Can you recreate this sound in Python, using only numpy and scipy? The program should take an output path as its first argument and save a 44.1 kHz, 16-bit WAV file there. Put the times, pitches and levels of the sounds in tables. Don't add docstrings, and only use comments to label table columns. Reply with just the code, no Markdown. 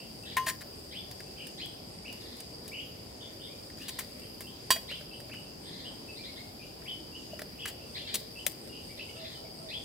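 import sys
import numpy as np
from scipy import signal
from scipy.io import wavfile

SR = 44100
rng = np.random.default_rng(int(sys.argv[2]) if len(sys.argv) > 2 else 0)


def log_audio(samples):
    frames = np.atleast_2d(samples).T
    limited = np.clip(frames, -1, 1)
    pcm = np.round(limited * 32767).astype(np.int16)
    wavfile.write(sys.argv[1], SR, pcm)


def rack_gain(trim_db):
    fader = np.asarray(trim_db, float)
    return 10 ** (fader / 20)


N = 433944
T = np.arange(N) / SR


def rms_one(x):
    return x / np.sqrt(np.mean(x ** 2) + 1e-20)


def drift(rate):
    knots = rng.standard_normal(1200)
    return np.interp(T * rate, np.arange(1200), knots)


def panned(left_right_db):
    return rack_gain([[left_right_db / 2], [-left_right_db / 2]])


def resonance(x, hz, width_hz):
    r = np.exp(-np.pi * width_hz / SR)
    zeros = [(1 - r * r) / 2, 0, (r * r - 1) / 2]
    poles = [1, -2 * r * np.cos(2 * np.pi * hz / SR), r * r]
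    return signal.lfilter(zeros, poles, x + 1e-18)


def along_log_hz(log_hz, curve):
    return np.interp(log_hz, np.log([p[0] for p in curve]), [p[1] for p in curve])


def coloured(white, spectrum, likeness=None, patchy_db=0):
    edges = 22 * 2 ** np.arange(0, 9.7, .4)
    out = 0
    for k, (low, high) in enumerate(zip(edges, edges[1:])):
        centre = np.log(low * high) / 2
        gain = rack_gain(along_log_hz(centre, spectrum))
        band_filter = signal.butter(2, [low, high], "band", fs=SR, output="sos")
        band = signal.sosfilt(band_filter, white[k % 2])
        if likeness:
            alike = along_log_hz(centre, likeness)
            shared = np.sqrt(1 + alike) * band[0]
            opposed = np.sqrt(1 - alike) * band[1] * [[1], [-1]]
            band = shared + opposed
            gain = gain * rack_gain(patchy_db * drift(9))
        out = out + gain * band
    return out


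def add(out, s, sound):
    i = round(s * SR)
    out[..., i:i + sound.shape[-1]] += sound[..., :N - i]


def among_trunks(x, lag, t60, early_db, tail_db):
    t = np.arange(SR // 2) / SR
    tail = rng.standard_normal((2, len(t))) * rack_gain(-60 * t / t60) * np.clip(t / 0.0016, 0, 1)
    response = rack_gain(tail_db) * tail / np.sqrt(np.sum(tail ** 2, axis=1, keepdims=True))
    response[0, lag] = response[1, 0] = 1
    for lag_s, echo_db in [(.014, 5), (.029, -4), (.05, -2)]:
        delays = (SR * lag_s * rng.uniform(.8, 1.2, 2)).astype(int)
        response[[0, 1], delays] += rack_gain(early_db + echo_db)
    return signal.fftconvolve(x * np.ones((2, 1)), response, axes=1)[:, :N]


# pitch_hz [Hz], density_db [relative dB per Hz]
AIR_SPECTRUM = [(18, -46), (30, -11.5), (75, -1.5), (174, -2.5), (473, -4.5), (800, -12.5), (1390, -23),
                (3000, -19), (4200, -22), (6050, -24), (9000, -23.5), (14800, -27), (16000, -33)]
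# pitch_hz [Hz], likeness [-1 to 1]
AIR_LIKENESS = [(60, 0.94), (130, 0.94), (290, 0.75), (640, 0.0045), (1400, -0.27), (3000, -0.054),
                (15000, 0.0046)]
AIR_LEVEL_DB = -47.5


def air():
    white = rng.standard_normal((2, 2, N))
    noise = coloured(white, AIR_SPECTRUM, AIR_LIKENESS, patchy_db=1.9)
    return rack_gain(AIR_LEVEL_DB) * rms_one(noise) * panned(.6)


# time_s [s], level_db [dB]
CICADA_LEVELS = [(0.0, -56), (5.84, -56.5), (9.84, -56)]
# pitch_hz [Hz], width_hz [Hz], level_db [relative dB]
TYMBAL_MODES = [(4680, 270, 1.5), (4924, 300, 1), (5215, 310, -4)]


def cicadas():
    beat = 26.7 * T + 0.056 * drift(1.7)
    clicks = np.cos(4 * np.pi * beat) ** 6
    grouping = 0.078 + np.cos(np.pi * beat) ** 2
    pulsing = 1 + 1.15 * clicks * grouping
    song = 0
    for hz, width_hz, db in TYMBAL_MODES:
        excitation = pulsing * rng.standard_normal((2, N))
        once = resonance(excitation, hz, width_hz)
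        song = song + rack_gain(db) * resonance(once, hz, width_hz)
    level_db = np.interp(T, *np.transpose(CICADA_LEVELS)) + 5.0 + 0.71 * drift(4.16)
    return rms_one(song) * rack_gain(level_db) * panned(1.4)


# first_pulse_s [s], end_s [s], period_s [s]
KATYDID_BOUTS = [(-.015, 2.1, 0.247), (3.99, 6.3, 0.2396), (7.93, 9.84, .239)]


def katydid():
    gate = 0
    for s, end, period in KATYDID_BOUTS:
        in_bout = (T > s - period / 2) & (T < end)
        gate = gate + in_bout * np.abs(np.cos(np.pi * (T - s) / period)) ** 1.7
    once = resonance(rng.standard_normal((2, N)), 8500, 330)
    hiss = resonance(once, 8500, 330)
    return rack_gain(-62) * rms_one(hiss) * gate


def sweep(length_s, from_hz, to_hz, overtone_db):
    u = np.linspace(0, 1, int(length_s * SR))
    quaver = np.interp(u, np.linspace(0, 1, 14), rng.standard_normal(14))
    low = to_hz < 2500
    hz = to_hz - (to_hz - from_hz) * (1 - u) ** (4.0 if low else 1.35) - low * 90 * u ** 3
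    phase = 2 * np.pi * np.cumsum(hz * (1 + 0.02 * quaver)) / SR
    ends = np.minimum(1, np.minimum(u / .15, (1 - u) / .2))
    swell = rack_gain(-20 * np.log2(max(from_hz, to_hz) / hz) + 4.5 * quaver) * ends
    overtone = rack_gain(overtone_db + 1.2 * quaver) * np.sin(np.pi * u ** 0.36) ** 2
    return np.sqrt(2) * (swell * np.sin(phase) + overtone * np.sin(2 * phase))


# start_s [s], length_s [s], pitch_hz [Hz], level_db [dB]
COO_NOTES = [(9.141, 0.12, 666, -55), (9.35, 0.126, 672, -59), (9.57, 0.158, 651, -62)]


def coos(out):
    for s, length_s, hz, db in COO_NOTES:
        add(out, s, rack_gain(db) * sweep(length_s, .98 * hz, hz, overtone_db=-8.0))


# start_s [s], length_s [s], level_db [dB]
RASP_NOTES = [(.255, 0.086, -56.5), (2.2, 0.21, -63.5), (3.8, 0.25, -61.5), (5.63, 0.26, -59.5),
              (8.07, 0.095, -53.5), (9.15, 0.23, -61)]
RASP_HZ, RASP_OVERTONE_DB = 1929, 11
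WHISTLE_RASP_S, WHISTLE_RASP_DB = 0.035, -6


def rasps(out):
    shake = drift(115) + np.sin(2 * np.pi * 120 * T)
    throb = np.abs(np.sin(np.pi * 17 * T)) + 0.075
    in_whistles = [(s, WHISTLE_RASP_S, db + hoarse_db + WHISTLE_RASP_DB)
                   for s, length_s, hz, db, hoarse_db in WHISTLE_NOTES]
    for s, length_s, db in RASP_NOTES + in_whistles:
        i, u = round(s * SR), np.linspace(0, 1, int(length_s * SR))
        now = slice(i, i + len(u))
        phase = 2 * np.pi * np.cumsum(RASP_HZ * (1 + .11 * shake[now])) / SR
        shape = np.minimum(1, np.minimum(u / 0.02, (1 - u) / 0.21)) * throb[now]
        tone = np.sin(phase) + rack_gain(RASP_OVERTONE_DB) * np.sin(2 * phase)
        add(out, s, rack_gain(db) * shape * tone)


# start_s [s], top_hz [Hz], level_db [dB], sweep_rate [per s]
TRILL_NOTES = [(1.361, 3170, -49, 47.6), (2.044, 3084, -47, 52), (2.713, 3140, -44.5, 37.6),
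               (3.203, 3655, -49, 84), (3.395, 3730, -51, 48), (5.307, 3114, -52.5, 49),
               (7.582, 3390, -45, 49), (8.73, 3160, -51.5, 89)]
TRILL_STARTS_S = .055
TRILL_RISE_HZ, TRILL_CLIMB_HZ_PER_S = 552, 21500


def trills(out):
    for s, to_hz, db, per_s in TRILL_NOTES:
        from_hz = to_hz - TRILL_RISE_HZ - TRILL_CLIMB_HZ_PER_S / per_s
        for start in np.arange(s, s + TRILL_STARTS_S, 1 / per_s):
            uneven = rng.standard_normal(2)
            top_hz = to_hz * (1 + 0.0376 * uneven[1])
            note = sweep(1.6 / per_s, from_hz, top_hz, CLEAR_DB)
            add(out, start, rack_gain(db + 2.6 * uneven[0]) * note)


# [octave overtone, dB]
WHISTLE_NOTES = [(0.911, 0.073, 3510, -41, -12), (1.578, 0.07, 3560, -39.5, -5.5),
                 (4.877, 0.074, 3540, -39.5, -6), (6.847, 0.054, 3600, -40.5, -32),
                 (7.944, 0.075, 3550, -45.5, 0.5), (8.974, 0.05, 3270, -43.5, -11),
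                 (9.233, 0.028, 2720, -52.5, -1.5), (9.686, 0.083, 3620, -39.5, -7)]
# start_s [s], length_s [s], pitch_hz [Hz], level_db [dB]
PIP_NOTES = [(0, 0.012, 2694, -53.5), (0.231, 0.024, 2660, -55), (1.258, 0.016, 2660, -62.5),
             (4.216, 0.016, 2735, -58), (4.421, 0.048, 2720, -58.5), (5.11, 0.014, 2650, -54),
             (5.449, 0.028, 2640, -62), (6.081, 0.026, 2617, -51.5), (6.593, 0.033, 2430, -57.5),
             (6.881, 0.052, 3000, -47), (7.121, 0.034, 2784, -54), (7.807, 0.027, 2660, -58.5),
             (8.014, 0.042, 2725, -55), (8.355, 0.03, 2650, -52), (8.687, 0.075, 2820, -58),
             (9.076, 0.028, 2220, -59.5), (9.345, 0.028, 3020, -57.5), (9.446, 0.033, 2220, -64)]
# start_s [s], length_s [s], top_hz [Hz], level_db [dB]
FLICK_NOTES = [(0.022, 0.018, 3310, -55), (0.292, 0.03, 3460, -50), (3.795, 0.035, 2890, -52.5),
               (4.226, 0.024, 3220, -57), (4.462, 0.0265, 3280, -52), (5.132, 0.016, 3160, -51),
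               (5.844, 0.034, 3190, -49), (6.618, 0.019, 2900, -52.5), (7.145, 0.0212, 3150, -46),
               (7.295, 0.041, 2930, -56.5), (8.384, 0.021, 3180, -47), (9.089, 0.015, 3080, -48),
               (9.16, 0.036, 3010, -53)]
# [octave overtone, dB]
ARCH_NOTES = [(3.455, 0.11, 2420, -65.5, -4), (6.156, 0.1, 2393, -60.5, 11),
              (6.235, 0.072, 2230, -57.5, 11.5), (6.358, 0.057, 2175, -58, 7.5),
              (8.067, 0.057, 2465, -55.5, 12), (8.883, 0.047, 2280, -62, -15)]
WHISTLE_START_HZ, FLICK_RISE_HZ, ARCH_RISE_HZ = 1577, 566, 700
CLEAR_DB = -30


def whistles(out):
    for s, length_s, top_hz, db, hoarse_db in WHISTLE_NOTES:
        add(out, s, rack_gain(db) * sweep(length_s, WHISTLE_START_HZ, top_hz, hoarse_db))
    for s, length_s, hz, db in PIP_NOTES:
        add(out, s, rack_gain(db) * sweep(length_s, hz, hz, CLEAR_DB))
    for s, length_s, top_hz, db in FLICK_NOTES:
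        add(out, s, rack_gain(db) * sweep(length_s, top_hz - FLICK_RISE_HZ, top_hz, CLEAR_DB))
    for s, length_s, top_hz, db, overtone_db in ARCH_NOTES:
        add(out, s, rack_gain(db) * sweep(length_s, top_hz - ARCH_RISE_HZ, top_hz, overtone_db))


def birds():
    out = np.zeros(N)
    for voice in (whistles, trills, rasps, coos):
        voice(out)
    return signal.sosfilt(signal.butter(6, 4500, fs=SR, output="sos"), out)


# pitch_hz [Hz], density_db [relative dB per Hz]
CRACK_SPECTRUM = [(1500, -12.5), (3500, -1.5), (6000, -5), (8000, -2), (10500, -0.5), (13000, -3),
                  (15000, 0.5)]
# pitch_hz [Hz], width_hz [Hz]
KNOCK_RESONANCE = (1800, 400)


def crack_and_knock():
    steady = rng.standard_normal((3, N))
    splutter = rack_gain(3 * rng.standard_normal(N // 30 + 1).repeat(30)[:N])
    white = steady * splutter
    hiss = coloured(white, CRACK_SPECTRUM)
    knock = resonance(white[2], *KNOCK_RESONANCE)
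    return rms_one(hiss), rms_one(knock)


# start_s [s], length_s [s], crack_db [dB], knock_db [dB], swell_db [dB gained over the length]
RUB_EVENTS = [(0.461, 0.041, -35, -38.5, 3), (0.606, 0.015, -46.5, -48.5, 0.5),
              (2.364, 0.036, -51, -72, -9), (2.635, 0.1, -58, -72, -3), (3.766, 0.074, -56, -66, 4.5),
              (3.881, 0.015, -32.5, -50, -5), (7.674, 0.026, -35.5, -45, -8.5),
              (8.139, 0.0078, -27, -55, 1)]


def rubs(hiss, knock):
    out, t = np.zeros((2, N)), np.arange(SR // 4) / SR
    ringing = sum(resonance(hiss, hz, 57) for hz, db, t60 in LID_MODES)
    chatter = rms_one(hiss + 2.0 * ringing)
    for s, length_s, crack_db, knock_db, swell_db in RUB_EVENTS:
        now = slice(round(s * SR), round(s * SR) + len(t))
        envelope_db = swell_db * np.minimum(t / length_s, 1) - 1200 * np.maximum(t - length_s, 0)
        envelope = rack_gain(envelope_db) * np.minimum(t / 0.0044, 1)
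        rub = rack_gain(crack_db) * chatter[now] + rack_gain(knock_db) * knock[now]
        add(out, s, envelope * panned(3) * rub)
    return out


# start_s [s], crack_db [dB], knock_db [dB], thump_db [dB], left_right_db [dB]
SNAP_EVENTS = [(0.3674, -25.5, -23.5, -43, 2.5), (0.4683, -51, -55, -35.5, -4), (1.1109, -37, -46, -61, 2),
               (1.2024, -40, -41, -55, -1), (1.4685, -34, -47.5, -59, 1.5), (1.6571, -38.5, -54, -52, 0.5),
               (2.125, -38, -52, -53, -0.5), (2.4025, -35, -54, -50, -0.5), (2.6783, -35.5, -67, -64, 0.5),
               (3.7, -47, -48, -62, 2), (3.9883, -27.5, -33.5, -54, 3.5), (4.1946, -44, -71, -60, 8),
               (4.4058, -36, -45.5, -50, 1), (4.7047, -12, -25, -35, -1), (4.7613, -36, -34, -31.5, 1),
               (4.9124, -40, -38, -38.5, -1), (5.008, -47, -44, -39, -1.5), (5.2017, -42, -50, -56, -4),
               (5.2957, -57, -40.5, -43, -1), (5.3349, -46, -36.5, -60, 3), (6.82, -59, -47, -53, -1),
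               (7.3324, -55, -66, -27, 3), (7.3926, -35, -34, -41, 2), (7.4175, -32.5, -35, -30.5, -1),
               (7.656, -25.5, -24, -43, 3), (8.143, -37, -53, -41, 3), (8.154, -19.5, -51, -59, 2),
               (8.4644, -12.5, -28.5, -29, 7), (8.6734, -46, -55, -48, -6)]
THUMP_HZ = 616
SNAP_T60_S, SHARP_T60_S, METAL_T60_S = 0.049, 0.033, 0.1
SHARP_ABOVE_DB = -31


def snaps(hiss, knock):
    out, t = np.zeros((2, N)), np.arange(SR // 4) / SR
    for s, crack_db, knock_db, thump_db, left_right_db in SNAP_EVENTS:
        on_metal = min(abs(s - blow[0]) for blow in METAL_BLOWS) < .008
        if on_metal:
            t60 = METAL_T60_S
        elif max(crack_db, thump_db) > SHARP_ABOVE_DB:
            t60 = SHARP_T60_S
        else:
            t60 = SNAP_T60_S
        now = slice(round(s * SR), round(s * SR) + len(t))
        noise = rack_gain(-3.5) * (rack_gain(crack_db) * hiss[now] + rack_gain(knock_db) * knock[now])
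        thump_hz = THUMP_HZ * rng.uniform(0.913, 1.07)
        thump = rack_gain(thump_db) * np.sin(2 * np.pi * thump_hz * t) * np.minimum(t / 0.0032, 1)
        burst = noise * np.minimum(t / 0.0013, 1) + thump
        add(out, s, burst * rack_gain(-60 * t / t60) * panned(left_right_db))
    return out


# start_s [s], pot_db [dB], lid_db [dB], free_s [s until a hand damps it]
METAL_BLOWS = [(0.37, -23.5, -62, 0.42), (0.469, -35, -48, 0.081), (3.888, -54, -61, .03),
               (3.987, -70, -44, 0.05), (4.405, -73, -58, .06), (4.705, -64, -20.5, 0.087)]
# pitch_hz [Hz], level_db [relative dB], t60_s [s]
POT_MODES = [(1038, 0, .26), (1850, 3, .05), (2089, -17, .15), (2724, -14, .1), (2933, -18, .35),
             (3280, -22, .3), (3830, -21, .13), (5235, -18, .14), (6266, -25, .25)]
# pitch_hz [Hz], level_db [relative dB], t60_s [s]
LID_MODES = [(1045, 1, .06), (1850, 0, .04), (2483, -13, .2), (2930, -9, .17), (3147, -12, .2),
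             (3275, -9, .25), (3844, -14, .2), (4390, -5, .06), (4674, -3, .2), (5615, -11, .11),
             (6900, -7, .1), (7817, -4, .1), (9345, -14, .2), (9734, -8, .08)]
POT_SIDE, LID_SIDE = (3, 1), (-3.5, 0.35)


def metal():
    out, t = np.zeros((2, N)), np.arange(SR // 2) / SR
    for s, pot_db, lid_db, free_s in METAL_BLOWS:
        damped = rack_gain(-np.maximum(t - free_s, 0) * 900)
        for modes, blow_db, side in ((POT_MODES, pot_db, POT_SIDE), (LID_MODES, lid_db, LID_SIDE)):
            left_right_db, lead = side
            hz, db, t60 = np.transpose(modes)[:, :, None]
            uneven_db = rng.normal(0, 1.5, hz.shape)
            strength = rack_gain(blow_db + db + uneven_db - 60 * t / t60)
            ears = []
            for ear in (.5, -.5):
                ringing = np.sum(strength * np.sin(2 * np.pi * hz * t + ear * lead), axis=0)
                ears.append(rack_gain(ear * left_right_db) * ringing)
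            add(out, s, damped * np.array(ears))
    return out


def scene():
    background = air()
    hiss, knock = crack_and_knock()
    fire_and_pot = snaps(hiss, knock) + rubs(hiss, knock) + metal()
    near = among_trunks(fire_and_pot, lag=1, t60=0.45, early_db=-21.0, tail_db=-17.0)
    far = among_trunks(birds(), lag=17, t60=0.5, early_db=-7.0, tail_db=2.0) * panned(1.6)
    return background + near + far + cicadas() + katydid()


def roll_off(x):
    return signal.sosfilt(signal.butter(12, 16810, fs=SR, output="sos"), x)


def record(dry):
    low_cut = signal.butter(2, 35, "high", fs=SR, output="sos")
    top_cut = signal.cheby2(8, 40, 16600, fs=SR, output="sos")
    mix = signal.sosfilt(np.vstack([low_cut, top_cut]), dry)
    return roll_off(mix)


dry = scene()
out = record(dry)
log_audio(out)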